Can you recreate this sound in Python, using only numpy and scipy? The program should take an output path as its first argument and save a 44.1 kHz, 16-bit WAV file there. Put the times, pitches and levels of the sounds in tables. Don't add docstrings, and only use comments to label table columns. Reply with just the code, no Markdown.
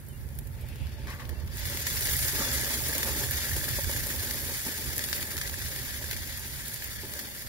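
import sys
import numpy as np
from scipy import signal
from scipy.fft import rfft, irfft, next_fast_len
from scipy.io import wavfile
from scipy.ndimage import uniform_filter1d

SR = 44100
rng = np.random.default_rng(int(sys.argv[2]) if len(sys.argv) > 2 else 0)


def wav_out(sig):
    wavfile.write(sys.argv[1], SR, np.round(np.clip(np.atleast_2d(sig).T, -1, 1) * 32767).astype(np.int16))


def decibels_to_gain(level_db):
    exponent = np.asarray(level_db, float) / 20
    return 10 ** exponent


N = 329868
LEFT_LAG = 6


def read(points, hz):
    f, value = np.transpose(points)
    return np.interp(np.log(hz + 1), np.log(f + 1), value)


def curve(rows, column=1):
    rows = np.asarray(rows)
    return np.interp(np.arange(N) / SR, rows[:, 0], rows[:, column])


def swells(rows):
    t = np.arange(N) / SR
    return sum(db * np.maximum(1 - abs(t - s) / max(half, .005), 0) for s, db, half in rows)


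def evened(x):
    return x / np.sqrt(np.mean(x ** 2))


def add(mix, s, sound):
    part = mix[round(s * SR):][:len(sound)]
    part += sound[:len(part)]


def shaped(x, gain):
    size = next_fast_len(N)
    return irfft(rfft(x, size) * gain(np.fft.rfftfreq(size, 1 / SR)), size)[..., :N]


def low_cut(corner_hz, power):
    return lambda hz: 1 / np.sqrt(1 + (corner_hz / (hz + 1)) ** power)


def high_cut(corner_hz, power):
    return lambda hz: 1 / np.sqrt(1 + (hz / corner_hz) ** power)


def humps(modes, steep=0.98):
    return lambda hz: np.sqrt(sum(decibels_to_gain(db) ** 2 / (1 + (2 * (hz - f) / w) ** 2) ** steep for f, w, db in modes))


def patchy(patchy_db, wide, long):
    z = signal.stft(rng.standard_normal((2, N)), nperseg=256, noverlap=128)[2]
    patches = uniform_filter1d(rng.standard_normal(z.shape[1:]), wide, 0)
    patches = evened(uniform_filter1d(patches, long // 2, 1))
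    noise = signal.istft(z * decibels_to_gain(patchy_db * patches), nperseg=256, noverlap=128)[1]
    return evened(noise[:, :N])


def bubbles(per_s, spread_db, t60_ms):
    size_db = spread_db * np.minimum(rng.exponential(1, N), 2.8)
    starts = decibels_to_gain(2 * size_db) * (rng.random(N) < per_s / SR)
    fade = decibels_to_gain(-120e3 / SR / t60_ms)
    swell = decibels_to_gain(-120e3 / SR / (0.69 * t60_ms))
    power = signal.lfilter([1], [1, -fade], starts)
    power = signal.lfilter([1], [1, -swell], power[::-1])[::-1]
    return power / power.mean()


# pitch_hz [Hz], level_db [dB per Hz]
YARD = [(88, -39), (150, -7), (235, 4), (292, -25), (362, -5), (387, -14), (1200, -20), (1730, -14.5),
        (8000, -43.5), (10400, -79), (17600, -120)]


def yard():
    air = shaped(rng.standard_normal((2, N)), lambda hz: decibels_to_gain(read(YARD, hz)))
    return decibels_to_gain(-53.5) * evened(air)


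# time_s [s], level_db [dB]
DRONE = [(0, -44.5), (.25, -39), (.8, -38), (1.5, -37.5), (1.75, -40), (2.25, -34.5), (2.7, -41),
         (3.3, -37.5), (3.9, -35.5), (4.2, -38), (4.55, -42.5), (5.7, -41), (6.4, -45), (7.1, -45),
         (7.31, -51.5), (7.48, -43.5)]
# time_s [s], change_db [dB], half_length_s [s]
GUSTS = [(.62, 2, 0.046), (.82, 10, 0.024), (.98, -6, 0.039), (1.04, 4, 0.045), (1.15, 8.5, 0.041),
         (1.19, -5.5, 0.099), (1.46, 2.5, 0.068), (1.6, -3, 0.086), (1.67, 4.5, 0.034), (2.23, 1, 0.032),
         (2.32, -2, 0.043), (2.36, 6.5, 0.023), (2.48, -5, 0.04), (2.57, 0, 0.067), (5.95, 0, .12),
         (2.73, -3, 0.072), (2.89, 7.5, 0.053), (3.31, 5, 0.025), (3.46, -7.5, 0.078), (3.56, 4.5, 0.11),
         (3.64, -5, 0.067), (3.75, 3, 0.1), (3.81, -9, 0.035), (3.86, 7, 0.043), (3.92, -6, .03),
         (4.1, -10, 0.045), (4.75, -5, 0.13), (4.85, 5, 0.14), (5.33, -5, 0.06), (5.65, 6, 0.032),
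         (6.17, 7.5, 0.092), (6.41, 6, 0.027)]
# pitch_hz [Hz], width_hz [Hz], level_db [dB]
HUMS = [(52.4, 10, -33), (68, 35, -1), (87.06, 1.5, 1), (122, 16, -5.5), (143.5, 3.8, -5.5)]


def drone():
    hums, rumble_cut = humps(HUMS, steep=1.4), low_cut(33, 4)
    noise = shaped(rng.standard_normal((2, N)), lambda hz: hums(hz) * rumble_cut(hz))
    return decibels_to_gain(curve(DRONE) + swells(GUSTS) + 0.5) * evened(noise)


# start_s [s], length_s [s], level_db [dB], start_hz [Hz], end_hz [Hz]
CHIRPS = [
    (0.086, .035, -59, 3140, 2950),
    (0.122, 0.046, -61, 2700, 2910),
    (1.345, .05, -58, 2650, 2800),
]


def bird():
    out = np.zeros(N)
    for s, length, db, start_hz, end_hz in CHIRPS:
        along = np.arange(0, 1, 1 / (length * SR))
        pitch_hz = start_hz + (end_hz - start_hz) * along
        whistle = np.sin(np.pi * along) * np.sin(2 * np.pi * np.cumsum(pitch_hz) / SR)
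        add(out, s, decibels_to_gain(db) * whistle)
        add(out, s + 0.0167, decibels_to_gain(db - 4.0) * whistle)
    return out * decibels_to_gain([[1.5], [-1.5]])


# time_s [s], level_db [dB], ridge_hz [Hz]
SLIDE = [
    (.48, -84, 2000),
    (.6, -57.5, 2150),
    (.72, -55, 2470),
    (.85, -52.5, 2600),
    (.97, -62, 2470),
    (1.07, -54, 2400),
    (1.2, -85, 2400),
]


def slide():
    noise = patchy(1.8, wide=2, long=16)
    turn = np.exp(2j * np.pi * np.cumsum(curve(SLIDE, column=2)) / SR)
    keep = np.exp(-np.pi * 600 / SR)
    ridge = evened((turn * signal.lfilter([1], [1, -keep], noise / turn)).real)
    rustle = evened(shaped(noise, humps([(3330, 400, 4), (4750, 1800, -4)], steep=1.6)))
    both = decibels_to_gain(curve(SLIDE)) * (ridge + decibels_to_gain(-9.5) * rustle)
    return np.array([both[0], 0.37 * both[0] + 0.6 * both[1]])


# start_s [s], peak_db [dB], hold_s [s]
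PULLS = [
    (1.069, -44.5, 0.051),
    (1.185, -49, 0.02),
    (1.28, -64, 0.14),
    (1.46, -61, .008),
]
PULL_RISE_S, PULL_FADE_DB_PER_S = 0.016, 193


def scrape():
    pulls, t = np.zeros(N), np.arange(SR // 2) / SR
    for s, db, hold in PULLS:
        fade_db = PULL_FADE_DB_PER_S * np.maximum(t - hold, 0)
        add(pulls, s, np.minimum(t / PULL_RISE_S, 1) * decibels_to_gain(db - fade_db))
    foil = shaped(patchy(2.3, wide=3, long=10), humps([(1105, 110, 16), (1940, 2500, 1.5), (4500, 4900, -18)]))
    grain = np.sqrt(3.3 + 0.8 * bubbles(230, 1.8, 24.0))
    return decibels_to_gain(-1.0) * pulls * evened(foil) * grain


# start_s [s], peak_db [dB], pitch_hz [Hz], t60_ms [ms]
KNOCKS = [(1.073, -43, 300, 50), (1.197, -34, 1960, 45), (1.212, -35, 1820, 45), (1.329, -32, 350, 43),
          (1.546, -35.5, 400, 61), (1.747, -28, 392, 37), (1.868, -31, 600, 32), (2.41, -27, 555, 100),
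          (2.71, -28, 560, 60), (3.09, -25.5, 550, 80), (2.333, -29, 398, 65), (2.633, -29, 420, 54),
          (3.001, -35, 373, 43), (3.056, -28, 308, 73), (3.155, -27.5, 304, 120), (3.21, -31, 408, 250),
          (3.566, -24, 377, 26), (3.679, -30, 260, 57), (3.787, -21.5, 557, 57), (3.872, -31.5, 396, 37),
          (3.895, -23, 560, 73), (4.066, -28, 536, 39), (4.141, -27.5, 520, 49), (4.234, -30, 415, 32),
          (4.665, -23, 255, 47), (6.016, -32, 585, 52), (6.041, -30, 495, 34), (7.034, -30.5, 426, 43)]


def knocks():
    out, t = np.zeros(N), np.arange(6000) / SR
    for s, db, hz, t60 in KNOCKS:
        ring = np.sin(2 * np.pi * hz * t)
        ring = ring + .5 * np.sin(2 * np.pi * 883 * t) + 0.36 * np.sin(2 * np.pi * 390 * t)
        add(out, s, decibels_to_gain(db - 10.0 - 64000.0 * t / max(t60, 5)) * ring)
    return out


# time_s [s], level_db [dB]
STIR = [(0, -59.5), (1.02, -50.5), (1.3, -47), (1.5, -52), (2.12, -43), (3.0, -42.5), (3.6, -45.5),
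        (4.0, -43.5), (4.5, -45), (5.2, -46.5), (7.0, -55), (7.17, -45), (7.35, -56.5), (7.48, -51)]
# time_s [s], change_db [dB], half_length_s [s]
JOSTLES = [(1.07, 5.5, 0.039), (1.42, 6, 0.03), (2.19, -5, 0.11), (2.265, 7, 0.035), (2.3, -10, 0.047),
           (2.42, 8.5, 0.092), (2.71, 4.5, 0.061), (3.08, 5.5, 0.12), (3.23, 7.5, 0.029), (3.42, -2, 0.028),
           (3.58, 8, 0.0063), (3.81, -7, 0.08), (4.61, -9.5, 0.085), (4.66, 8.5, 0.037), (5.25, 4.5, 0.087),
           (7.04, 8, 0.055), (7.15, -4, 0.04), (6.37, -6, 0.069), (6.93, -4, .05)]
# pitch_hz [Hz], width_hz [Hz], level_db [dB]
BOWL = [(246, 37, 1.5), (308, 51, -2.5), (400, 73, -2), (560, 61, -1), (883, 58, -7)]


def bowl():
    stir_db = curve(STIR) + swells(JOSTLES)
    stirring = patchy(3.06, wide=2, long=10) * np.sqrt(0.66 + 0.3 * bubbles(23, 0.92, 150.0))
    hollow = evened(shaped(stirring, humps(BOWL, steep=0.95)))
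    rattle = evened(shaped(stirring, humps([(1170, 460, 0)], steep=4.3)))
    rattle_db = 2.7 * (stir_db + 40.5) - 59.5
    return decibels_to_gain(stir_db - 2.5) * hollow + decibels_to_gain(rattle_db) * rattle + knocks()


# start_s [s], peak_db [dB]
CRACKS = [(0.388, -21.5), (0.4094, -40), (1.2915, -31), (1.8677, -20), (2.0088, -18), (2.166, -17),
          (2.8853, -20), (2.981, -15), (3.3094, -21), (3.5149, -24), (3.9134, -21), (4.0682, -21),
          (4.3086, -21), (4.9651, -18), (4.98, -12), (5.0389, -18), (5.0854, -24), (5.1292, -21),
          (5.3672, -25), (5.4126, -19), (6.0417, -24), (6.112, -27), (6.1284, -23), (6.3949, -23),
          (6.6804, -27), (6.7416, -21), (6.8418, -23), (7.1367, -27), (7.1911, -22)]
CRACK_T60_MS, CRACK_DB, CRACK_LATE_S = 5.0, 3.0, 5e-4


def cracks():
    out, ms = np.zeros((N, 2)), np.arange(400) / SR * 1e3
    for s, db in CRACKS:
        tail = rng.standard_normal((400, 2)) * decibels_to_gain(-1.0 - 60 * ms / CRACK_T60_MS)[:, None]
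        tail[8:12] += np.array([[1], [-1.6], [1.2], [-.5]])
        tail[:, 0] = np.roll(tail[:, 0], LEFT_LAG)
        add(out, s + CRACK_LATE_S, decibels_to_gain(db + CRACK_DB) * tail * decibels_to_gain([-1.5, 1.0]))
    return shaped(out.T, low_cut(13000, 3))


# start_s [s], peak_db [dB], pitch_hz [Hz]
POPS = [(1.569, -27, 1720), (1.6936, -33, 1600), (1.7474, -24, 1940), (1.8537, -32, 1990),
        (1.8677, -19, 1950), (1.9724, -19, 1940), (1.9959, -30, 1720), (2.0099, -27, 1700),
        (2.0617, -32, 1860), (2.0885, -16, 1880), (2.1445, -39, 1980), (2.157, -19, 1970),
        (2.6654, -31, 1620), (2.6654, -35, 1710), (2.8944, -22, 1700), (2.9293, -20, 1820),
        (2.9547, -40, 1740), (3.03, -14, 1790), (3.058, -22, 1660), (3.1493, -21, 1730),
        (3.2366, -18, 1650), (3.2887, -20, 1590), (3.3099, -20, 1680), (3.3568, -24, 1720),
        (3.4541, -20, 1660), (3.493, -19, 1660), (3.516, -19, 1760), (3.5668, -22, 1590),
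        (3.613, -19.5, 1660), (3.6399, -21, 1770), (3.6811, -20, 1610), (3.8439, -21, 1680),
        (3.9372, -21, 1700), (3.9637, -19, 1730), (4.1024, -23, 1720), (4.4957, -24, 1710),
        (4.748, -26, 1690), (4.8848, -25, 1880), (4.9796, -35, 1930), (4.9921, -20, 1750),
        (5.0395, -29, 1660), (5.0869, -24, 1740), (5.1296, -21, 1750), (5.1607, -21, 1970),
        (5.1976, -22, 1760), (5.2255, -32, 1990), (5.3483, -36, 1590), (5.36, -23, 1760),
        (5.3787, -18, 2060), (5.411, -30, 1760), (5.456, -21, 1980), (5.5412, -20, 1710),
        (5.6602, -24, 1700), (5.7618, -34, 1630), (5.908, -38, 1980), (6.0417, -21, 1610),
        (6.112, -30, 1730), (6.7591, -36, 1900), (6.8244, -25, 1830), (7.3806, -26, 2100)]
POP_RISE_MS, POP_T60_MS = 0.32, 10.7
POP_GLIDE = 0.017


def pops():
    out, ms = np.zeros(N), np.arange(1500) / SR * 1e3
    shape = (1 - np.exp(-ms / POP_RISE_MS)) * decibels_to_gain(-60 * ms / POP_T60_MS)
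    for s, db, hz in POPS:
        turns = hz * ms / 1e3 * (1 + POP_GLIDE * ms / 10)
        add(out, s, decibels_to_gain(db - 9.0) * shape * np.sin(2 * np.pi * turns))
    return out


def pings(count=2500):
    out = np.zeros((N, 2))
    for when, pitch, size, side in rng.random((count, 4)):
        turns = np.arange(300) / SR * 3200 * 4.7 ** pitch
        ping = np.sin(2 * np.pi * turns * (1 + 0.005 * turns)) * turns * np.exp(-turns / 2.3)
        loudness = decibels_to_gain(-4.0 * np.log(size + 0.2))
        add(out, when * N / SR, loudness * np.outer(ping, [1, 2 * side - 1]))
    return evened(out.T)


# start_s [s], peak_db [dB], coarse_db [dB relative to
BURSTS = [(0.0633, -43, -21), (0.086, -35, -25), (0.2882, -39, -11), (0.3521, -39, -23), (0.388, -28.5, -16),
          (0.4103, -41, -21), (0.4715, -33, -17), (0.6105, -35, -23), (0.687, -35.5, -12), (0.7577, -38, -6),
          (0.869, -43, 1), (1.0712, -39.5, 0.5), (1.103, -34, -15), (1.253, -42, 1), (1.2925, -29.5, -10),
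          (1.297, -36, -12), (1.476, -40, -3), (1.401, -41, -6), (1.57, -43, -6), (6.165, -28, -5),
          (6.1715, -26, -10),
          (1.654, -22, -9), (1.66, -25, -13), (1.571, -27, -25), (1.712, -34, -10), (1.815, -30, -14),
         (1.8686, -18.5, -6.5), (2.0084, -19, -18), (2.167, -15.5, -27), (2.281, -23, -7),
         (2.885, -18, -29), (2.981, -21, -10.5), (3.03, -17.5, -6.5), (3.3104, -19, -18), (3.689, -20, -11),
         (3.843, -24.5, -3), (3.9133, -22, -16), (4.0687, -22, -12), (4.3095, -20, -9.5),
         (4.9801, -17, -17), (4.9923, -24, -3.5), (5.0404, -21.5, -7), (5.087, -25, -10),
         (5.0925, -27, -20), (5.129, -28, 6), (5.227, -21, -8.5), (5.3786, -21.5, -8.5),
         (5.4137, -23.5, -5), (5.761, -25, -6.5), (6.0422, -25, -23), (6.1115, -22.5, -5.5),
         (6.13, -27.5, -2), (6.3949, -26, -26), (6.6823, -23, -18), (6.742, -26, -26), (6.843, -27, -13),
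         (7.192, -25, -7), (7.197, -25, -12), (1.5928, -28, -12), (1.6996, -25, -21), (1.772, -23, -5),
         (2.859, -28, -16), (3.515, -27, -14), (4.9652, -23, -30), (5.368, -23, -9), (5.385, -25, -10),
         (5.475, -26, -4), (5.496, -28, -3), (6.373, -24, -26), (6.76, -30, -5), (6.822, -31, -3),
         (6.845, -24, -20), (6.917, -40, -17), (6.9547, -38, -16), (7.0021, -30, -22), (7.137, -26.5, -9)]
BURST_RISE_MS, SPRAY_T60_MS = .5, 43


def spits():
    snap, fine, coarse = np.zeros(N), np.zeros(N), np.zeros(N)
    ms = np.arange(3000) / SR * 1e3
    burst = decibels_to_gain(6.5 - 120 * ms / 6.5) + decibels_to_gain(-13.0 - 120 * ms / SPRAY_T60_MS)
    burst = burst * np.minimum(ms / BURST_RISE_MS, 1) ** 2
    for s, db, coarse_db in BURSTS:
        add(snap, s + 4e-4, decibels_to_gain(db) * np.array([.6, -1.5, 1.2, -.3]))
        add(fine, s, decibels_to_gain(2 * (db - 3.5)) * burst)
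        add(coarse, s, decibels_to_gain(2 * (db + coarse_db + 2.0)) * burst)
    return snap, fine, coarse


# time_s [s], fizz_db [dB], coarse_share_db [dB]
FRY = [(0, -57, -5), (.5, -57.5, -5), (1.02, -60, 5.5), (1.1, -56, -6), (1.49, -59.5, 4), (1.56, -45.5, 1),
       (1.7, -42, 1.5), (1.82, -37.5, -3.5), (1.9, -35.5, -1.5), (2.02, -33.5, -2), (2.27, -32.5, -4.5),
       (2.45, -35, -0.5), (2.65, -35, -2), (4.18, -37.5, -3), (4.48, -37, -3), (4.9, -39.5, -2),
       (5.85, -41, -1.5), (7.48, -45, -1)]
# time_s [s], change_db [dB], half_length_s [s]
FALTERS = [(1.34, -3, .04), (1.47, 5, .03), (1.6, 3, .015), (1.62, -1, .03), (1.665, 4, .015),
           (1.85, -10, .025), (2.27, 1, .04), (2.5, -3.5, 0.035), (2.54, 3, 0.046), (4.975, 3, 0.046),
           (5.0, -3, .015), (5.16, 2.5, 0.18), (6.1, -4, 0.017), (2.97, -3, .012), (3.42, -3, .05),
           (2.82, 2.5, .03), (5.92, -2, 0.056), (6.35, -1.5, 0.046), (6.445, -3, .02), (6.47, 3.5, .03),
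           (6.53, 0, 0.027), (6.58, -1, .03), (6.74, 2.5, .06), (6.81, -2, .04), (6.87, -1, .04),
           (6.99, -6, 0.027), (7.015, 3, .015), (7.18, 2.5, 0.089)]


def sizzle():
    fizz_db = curve(FRY) + 1.31
    snap, fine, coarse = spits()
    crackle, sputter = bubbles(700, 12.0, 2.4), bubbles(120, 1.0, 88.0)
    gurgle = bubbles(140, 7.2, 24.0)
    fine_boil = 1.0 + 0.25 * crackle + 0.51 * sputter
    coarse_boil = 0.31 + 0.045 * crackle + 0.53 * sputter + 0.03 * gurgle
    fine = fine + decibels_to_gain(2 * (fizz_db + swells(FALTERS))) * fine_boil
    coarse = coarse + decibels_to_gain(2 * (fizz_db + curve(FRY, column=2))) * coarse_boil
    high = shaped(patchy(1.34, wide=12, long=14), low_cut(8000, 8))
    low = shaped(patchy(1.7, wide=1, long=24), high_cut(8000, 8))
    middle = shaped(low, lambda hz: 1 / (1 + (5800 / (hz + 1)) ** 8))
    low = low - np.clip((-34.5 - fizz_db) / 25, 0, .75) * middle
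    spray = evened(high) * np.sqrt(fine) + evened(low) * np.sqrt(coarse)
    return spray + decibels_to_gain(fizz_db - 16.0) * pings() + decibels_to_gain(1.5) * snap + pops()


# pitch_hz [Hz], width_hz [Hz], change_db [dB]
TRAY = [(3197, 110, -1.5), (3540, 330, 2.5), (4710, 180, 1.5), (6260, 240, 0), (6680, 210, 1),
        (8300, 320, 0)]


def over_tray(fat):
    return shaped(fat, lambda hz: decibels_to_gain(sum(db / (1 + (2 * (hz - f) / w) ** 2) for f, w, db in TRAY)))


# pitch_hz [Hz], likeness [0 to 1]
SAME = [(30, 0.064), (140, 0.75), (300, 0.9), (600, 0.91), (1100, 0.63), (1700, 1), (2050, 0.77),
        (2450, 0.36), (2900, 0.26), (4300, 0.1), (5200, 0.085), (6000, 0.1), (6400, 0.51), (7500, 0.36),
        (8500, 0.14), (9200, 0.33), (10200, 0.08)]
# pitch_hz [Hz], turn_rad [radians]
FAR_TURN = [(2400, 2.9), (2950, 3.3), (3400, 5.2), (3800, 3.5), (4400, 3.6), (5500, 4.8), (6200, 3.1),
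            (6900, 4.2), (7200, 8.2), (7800, 9.4), (8900, 10.3), (10700, 14.1)]
FAR_HZ = 2350


def ports(pair, size=LEFT_LAG):
    same = lambda hz: np.clip(read(SAME, hz), 0, 1)
    right = shaped(pair[0], same) + shaped(pair[1], lambda hz: np.sqrt(1 - same(hz) ** 2))
    late = lambda hz: np.exp(-1j * np.where(hz > FAR_HZ, read(FAR_TURN, hz), 2 * np.pi * hz / SR * size))
    return np.array([shaped(pair[0], late), right])


# pitch_hz [Hz], level_db [dB]
LEFT_PORT = [(700, -8.5), (1150, -8.5), (1400, -7), (1700, 5), (2050, 3), (2750, -4), (3600, -2.5),
             (4050, -3), (4800, 0), (6500, -3.5), (8400, -6), (10500, -0.5), (12600, -3), (14000, -15),
             (15700, -7)]
RIGHT_PORT = [(700, -10.5), (1200, -12.5), (1450, -5.5), (1700, 3), (2050, -2.5), (2600, -5.5), (3300, -3),
              (3650, -5.5), (4300, -2), (6000, -2), (6700, 1.8), (7000, 0), (7300, 0), (7750, -4.5),
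              (8450, -7.5), (9500, -5), (12000, -0.5)]
# delay_ms [ms], level_db [dB]
ECHOES = [
    [(1.3, -62), (3.1, -24), (6.7, -16)],
    [(1.7, -50), (3.9, -50), (5.9, -27)],
]


def port_colour(pair):
    echo = lambda hz, taps: 1 + sum(decibels_to_gain(db - hz / 500) * np.exp(-2j * np.pi * hz * ms / 1e3) for ms, db in taps)
    notch = lambda hz: 1 - 0.68 / (1 + ((hz - 7060) / 200) ** 2)
    cut = low_cut(500, 4)
    left = shaped(pair[0], lambda hz: decibels_to_gain(read(LEFT_PORT, hz) + 4) * notch(hz) * cut(hz) * echo(hz, ECHOES[0]))
    right = shaped(pair[1], lambda hz: decibels_to_gain(read(RIGHT_PORT, hz) + 3.5) * cut(hz) * echo(hz, ECHOES[1]))
    return np.array([left, right])


def scene():
    frying = port_colour(ports(over_tray(sizzle()) + scrape()))
    low = ports(bowl(), size=0) * decibels_to_gain([[-.6], [.6]]) + ports(drone()) * decibels_to_gain([[-3.4], [2.8]])
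    return frying + low + yard() + bird() + cracks() + slide()


def gate(x, below_db, duck_db):
    hz, _, z = signal.stft(x, SR, nperseg=2048, noverlap=1536)
    narrow = uniform_filter1d(uniform_filter1d(abs(z) ** 2, size=6, axis=1), size=3, axis=2)
    neighbours = uniform_filter1d(narrow, size=50, axis=1)
    in_reach = abs(hz[:, None] - 6000) < 3500
    shut = (narrow < decibels_to_gain(-2 * below_db) * neighbours) & in_reach
    return signal.istft(z * np.where(shut, decibels_to_gain(-duck_db), 1), nperseg=2048, noverlap=1536)[1][:, :N]


def band_limit(x):
    return signal.sosfilt(signal.butter(12, 16960, fs=SR, output="sos"), x)


def record(dry):
    turn = np.array([[1, 0.97], [1, -0.96]]) / np.sqrt(2)
    gated = turn @ gate(turn @ dry, below_db=3.3, duck_db=30)
    limited = shaped(gated, high_cut(15745, 1200))
    return band_limit(limited)


dry = scene()
out = record(dry)
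wav_out(out)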